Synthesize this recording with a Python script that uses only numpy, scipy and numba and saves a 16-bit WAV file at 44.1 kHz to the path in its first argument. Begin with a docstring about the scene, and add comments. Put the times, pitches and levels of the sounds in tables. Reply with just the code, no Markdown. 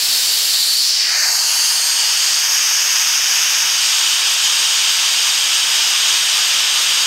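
"""Compressed gas hissing from the bleed valve on a tall cylinder's filling hose, in a small room.
The turbulent jet rings the air spaces of the fitting and of the hand that turns it. The hand crosses
the jet, cups the vent, rolls to rest and once grips tighter; each move changes the resonances, and
finger edges flare briefly in the stream. One microphone takes the direct hiss, reflections off nearby
surfaces and a faint room rumble, with slow gain control on the recorder."""
import sys
import numpy as np
from scipy import signal
from scipy.fft import rfft, irfft
from scipy.io import wavfile
from scipy.ndimage import uniform_filter1d
from numba import njit

SR = 44100
rng = np.random.default_rng(int(sys.argv[2]) if len(sys.argv) > 2 else 0)


def transcribe(u):
    """Save the signal u as a 16-bit wav file named by the first command-line argument.

    u: samples, shape (n,) or (channels, n), limited to [-1, 1]; the rate is SR.
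    q: integer samples, one column per channel.
    """
    v = np.clip(np.atleast_2d(u).T, -1, 1)
    q = np.round(v * 32767).astype(np.int16)
    wavfile.write(sys.argv[1], SR, q)


N = 311346

# The room's low rumble: frequency_hz, level_db
RUMBLE_SPECTRUM = [(12, -73.5), (25, -89), (40, -82.5), (75, -83), (130, -82), (220, -90), (500, -100)]
# Early reflections off the cylinder, floor and walls: delay_ms, signed_gain
EARLY_REFLECTIONS = [(1.336, 0.043), (1.436, -0.08), (5.508, -0.034), (6.432, 0.034), (6.604, 0.039),
                     (6.828, 0.057), (6.992, -0.04), (7.18, -0.033), (8.72, 0.039), (9.024, 0.052),
                     (9.34, 0.047), (10.724, 0.044), (10.972, 0.034), (11.348, -0.03), (12.288, 0.032),
                     (14.064, 0.036)]
# Brief cancellations where the hand's reflection meets the direct hiss:
# middle_s, length_s, centre_hz, width_hz, depth_db
PASSING_NOTCHES = [(.78, .1, 11540, 1050, -4), (1.11, .28, 13860, 2160, -10.3),
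                   (1.28, .2, 3290, 1210, -5.6), (1.43, .22, 9950, 410, -7.9), (1.82, .44, 5600, 710, -4),
                   (1.93, .3, 14840, 2110, -5.9)]
# Bands that the fitting always cancels: centre_hz, width_hz, depth_db
FITTING_BANDS = [(7080, 225, -2.5), (10120, 385, -1.5), (13670, 415, -3)]
# The jet grazing finger edges: middle_s, length_s, pitch_hz, glide_hz_per_s, width_hz, level_db
FINGER_FLARES = [(.72, .27, 4370, 900, 840, -47.5), (.72, .19, 9330, 4800, 1190, -58.1),
                 (.73, .18, 13260, 13200, 1150, -63.4), (0.972, 0.22, 5040, -240, 1490, -48.9),
                 (1.175, .19, 1920, -890, 1200, -53), (1.29, .27, 12400, 960, 890, -61.3),
                 (1.32, .26, 804, 430, 446, -62), (1.52, .25, 2780, 180, 255, -52),
                 (1.6, 0.28, 10400, 640, 900, -58.2), (1.7, .14, 13670, 350, 880, -62.2),
                 (1.87, .12, 12470, -190, 960, -61), (1.88, .25, 8640, -1175, 710, -55.1),
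                 (2.06, 0.36, 2945, -60, 680, -54.3)]
# Air spaces of hand and fitting, from the hand's hollow up through palm, fingers and vent to a thin sizzle:
# start_hz, rest_hz, grip_shift_hz, width_hz, level_db, cup_gain_db, roll_gain_db, grip_gain_db
AIR_SPACES = [(760, 930, 2, 460, -77, 9.1, 1.1, -.5), (929, 935, -1, 45, -78.5, 20, -6, 1),
              (1730, 1545, 40, 1310, -68.5, 4.5, 4, 2.2), (3050, 3178, -255, 1570, -62.5, -6.5, 20, -1.6),
              (4510, 4840, 170, 1070, -50, 5, -5, -1.1), (5390, 5770, 0, 1200, -55, 1.35, -0.36, 4),
              (6360, 6603, -83, 630, -62, 14.6, -4.5, 3), (7300, 7340, 425, 1900, -56, 0.7, -3.5, -7),
              (9070, 8370, -100, 800, -62.5, 0.8, 6, -3), (10430, 11250, -135, 1220, -64, -1.9, -1, 0.7),
              (12340, 12430, 140, 1860, -63.5, 1.3, -6.5, 4),
              (13690, 13960, 60, 620, -62.3, -9.6, -5.6, -.5)]
# The free jet's hiss: frequency_hz, level_db
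HISS_SPECTRUM = [(150.0, -77.5), (300.0, -76), (500.0, -71), (800.0, -69.5), (1300.0, -71), (2300.0, -66),
                 (3800.0, -59.5), (7000.0, -73), (9500.0, -70), (12000.0, -73), (15500.0, -76)]

TIME_S = np.arange(N) / SR
BIN_HZ = np.maximum(np.arange(N // 2 + 1) * SR / N, 1)
PIVOT_HZ = 4000  # the hiss tilts about this frequency as it dulls


def undb(db):
    """Decibels to gain."""
    return 10 ** (np.asarray(db) / 20)


def white():
    """White noise of 0 dB per Hz."""
    return rng.standard_normal(N) * np.sqrt(SR / 2)


def shaped_noise(spectrum):
    """Noise following (frequency_hz, level_db) points joined on a log-frequency axis."""
    hz, db = np.transpose(spectrum)
    gain = undb(np.interp(np.log(BIN_HZ), np.log(hz), db))
    return irfft(rfft(white()) * gain, N)


def drift(rate_hz):
    """Smooth random motion with a spread of 1 and rate_hz new values a second."""
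    hold = int(SR / rate_hz)
    steps = np.repeat(rng.standard_normal(N // hold + 1), hold)
    smooth = uniform_filter1d(uniform_filter1d(steps, hold), hold)[:N]
    return smooth / smooth.std()


def ramp(middle_s, length_s):
    """A smooth move from 0 to 1, half done at middle_s."""
    return .5 + .5 * np.sin(np.pi * np.clip((TIME_S - middle_s) / length_s, -.5, .5))


def swell(middle_s, length_s):
    """A bell from 0 up to 1 and back, length_s wide at half its power."""
    return .5 ** (2 * ((TIME_S - middle_s) / length_s) ** 2)


@njit
def band_pass(x, centre_hz, width_hz):
    """State-variable band-pass with a moving centre, where its gain is 1."""
    angle = 2 * np.pi * np.minimum(centre_hz, .45 * SR) / SR
    tuning = np.tan(angle / 2)
    damping = 2 * np.pi * width_hz / SR / np.sin(angle)
    out, band_state, low_state = np.empty(len(x)), 0., 0.
    for i, g in enumerate(tuning):
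        band = (band_state + g * (x[i] - low_state)) / (1 + g * (g + damping[i]))
        band_state = 2 * band - band_state
        low_state += 2 * g * band
        out[i] = damping[i] * band
    return out


def notch(x, centre_hz, width_hz, depth_db):
    """Hollow out one band; its centre and depth may move."""
    return x - (1 - undb(depth_db)) * band_pass(x, centre_hz * np.ones(N), width_hz)


def room_rumble(rise_db=2.0):
    """Room tone: a faint low rumble, a little stronger near the end."""
    return shaped_noise(RUMBLE_SPECTRUM) * undb(rise_db * ramp(middle_s=5.9, length_s=.6))


def small_room(x, tail_db=-10.0, t60_s=0.23, onset_s=.005):
    """Nearby surfaces comb the hiss at the microphone; a short diffuse tail adds finer ripples."""
    t = np.arange(SR // 4) / SR
    tail = rng.standard_normal(len(t)) * np.exp(-np.log(1000) * t / t60_s) * (t > onset_s)
    response = tail * undb(tail_db) / np.linalg.norm(tail)
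    response[0] = 1  # the direct path
    for delay_ms, gain in EARLY_REFLECTIONS:
        response += gain * np.sinc((t - delay_ms / 1000) * SR)
    return signal.fftconvolve(x, response / np.linalg.norm(response))[:N]


def hand_moves(roll_start_s=.75, settle_s=1.18):
    """The hand passes between jet and microphone, cups the vent, rolls to rest and grips; each 0-1."""
    cross = swell(middle_s=1.05, length_s=.24) ** 2
    cup = ramp(middle_s=1.117, length_s=.14)
    roll = 1 - np.exp(-np.maximum(TIME_S - roll_start_s, 0) / settle_s)
    grip = ramp(middle_s=2.4, length_s=.2) - ramp(middle_s=3.75, length_s=.2)
    return cross, cup, roll, grip


def hand_reflection(x, cup, roll, start_hz=3060, rest_hz=4350, cupped_db=-8.5, easing_db=5.0):
    """The cupped hand cancels a band that rises and eases as it rolls; others dip in passing."""
    cupped_hz = start_hz + (rest_hz - start_hz) * roll
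    x = notch(x, cupped_hz, width_hz=560, depth_db=cup * (cupped_db + easing_db * roll))
    for middle_s, length_s, centre_hz, width_hz, depth_db in PASSING_NOTCHES:
        x = notch(x, centre_hz, width_hz, depth_db * swell(middle_s, length_s) ** 2)
    return x


def resonance(pitch_hz, width_hz, level_db, flutter_db=0.18, wander=0.0058):
    """Turbulence rings one air space; eddies shake its strength and its pitch a little."""
    shaken_hz = pitch_hz * (1 + wander * drift(20))
    ring = band_pass(white(), shaken_hz, width_hz)
    ring = band_pass(ring, shaken_hz, width_hz)  # a second pass narrows the band
    return ring * undb(level_db + flutter_db * drift(18))


def finger_flares():
    """Each finger edge in the stream gives a breathy whistle that swells, glides and fades."""
    out = 0
    for middle_s, length_s, pitch_hz, glide_hz_per_s, width_hz, level_db in FINGER_FLARES:
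        glide_hz = glide_hz_per_s * np.clip(TIME_S - middle_s, -length_s, length_s)
        out += resonance(pitch_hz + glide_hz, width_hz, level_db) * swell(middle_s, length_s)
    return out


def air_spaces(cross, cup, roll, grip, shadow_hz=5600, shadow_db_per_octave=-14.0, sizzle_hz=9500):
    """The resonances slide and swell with the hand, which shadows the high ones as it crosses."""
    out = 0
    sputter_db = drift(40)  # only the sizzle on top sputters
    tilt_db_per_octave = -0.1322 * TIME_S  # slow dulling
    for start_hz, rest_hz, grip_hz, width_hz, level_db, cup_db, roll_db, grip_db in AIR_SPACES:
        pitch_hz = start_hz + (rest_hz - start_hz) * roll + grip_hz * grip
        level_db += cup_db * cup + roll_db * roll + grip_db * grip
        level_db += tilt_db_per_octave * np.log2(start_hz / PIVOT_HZ)
        level_db += cross * shadow_db_per_octave * max(np.log2(start_hz / shadow_hz), 0)
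        level_db += sputter_db * (start_hz > sizzle_hz)
        out += resonance(pitch_hz, width_hz, level_db)
    return out


def free_jet(cross, open_db=4.1, screen_db=-6.0, cross_db=-1.0, low_cut_hz=130):
    """Broad mixing noise, screened by the nearing hand and slowly dulling as the gas runs."""
    level_db = open_db + screen_db * ramp(middle_s=.62, length_s=.45) + cross_db * cross
    tilt_db_per_octave = 2.0 - 0.35 * TIME_S
    low_cut = signal.butter(2, low_cut_hz, "high", fs=SR, output="sos")
    spectrum = rfft(signal.sosfilt(low_cut, shaped_noise(HISS_SPECTRUM)))
    out, octaves = 0, np.arange(-3, 3)
    for octave in octaves:
        band_weight = np.interp(np.log2(BIN_HZ / PIVOT_HZ), octaves, octaves == octave)
        out += irfft(spectrum * band_weight, N) * undb(level_db + tilt_db_per_octave * octave)
    return out


def venting_gas(cross, cup, roll, grip, surge_db=0.57):
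    """At the valve: jet, resonances and flares, notched by the fitting; the whole flow surges slightly."""
    gas = free_jet(cross) + air_spaces(cross, cup, roll, grip) + finger_flares()
    for centre_hz, width_hz, depth_db in FITTING_BANDS:
        gas = notch(gas, centre_hz, width_hz, depth_db)
    return gas * undb(surge_db * drift(12))


def scene(gas_db=0.4):
    """At the microphone: gas, hollowed by the hand, over room tone; the same in both channels."""
    cross, cup, roll, grip = hand_moves()
    gas = venting_gas(cross, cup, roll, grip)
    hollowed = hand_reflection(gas, cup, roll)
    microphone = undb(gas_db) * small_room(hollowed) + room_rumble()
    return np.array([microphone, microphone])


def record(dry, target_db=-15.0, ratio=3, follow_s=0.21, top_hz=15700):
    """The recorder's slow gain control evens out the loud hiss; a steep filter cuts the top."""
    power = uniform_filter1d(dry[0] ** 2, int(follow_s * SR))
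    gain = (undb(target_db) / np.sqrt(power)) ** (1 - 1 / ratio)
    high_cut = signal.ellip(12, .1, 90, top_hz, fs=SR, output="sos")
    return signal.sosfilt(high_cut, dry * gain)


dry = scene()
out = record(dry)
transcribe(out)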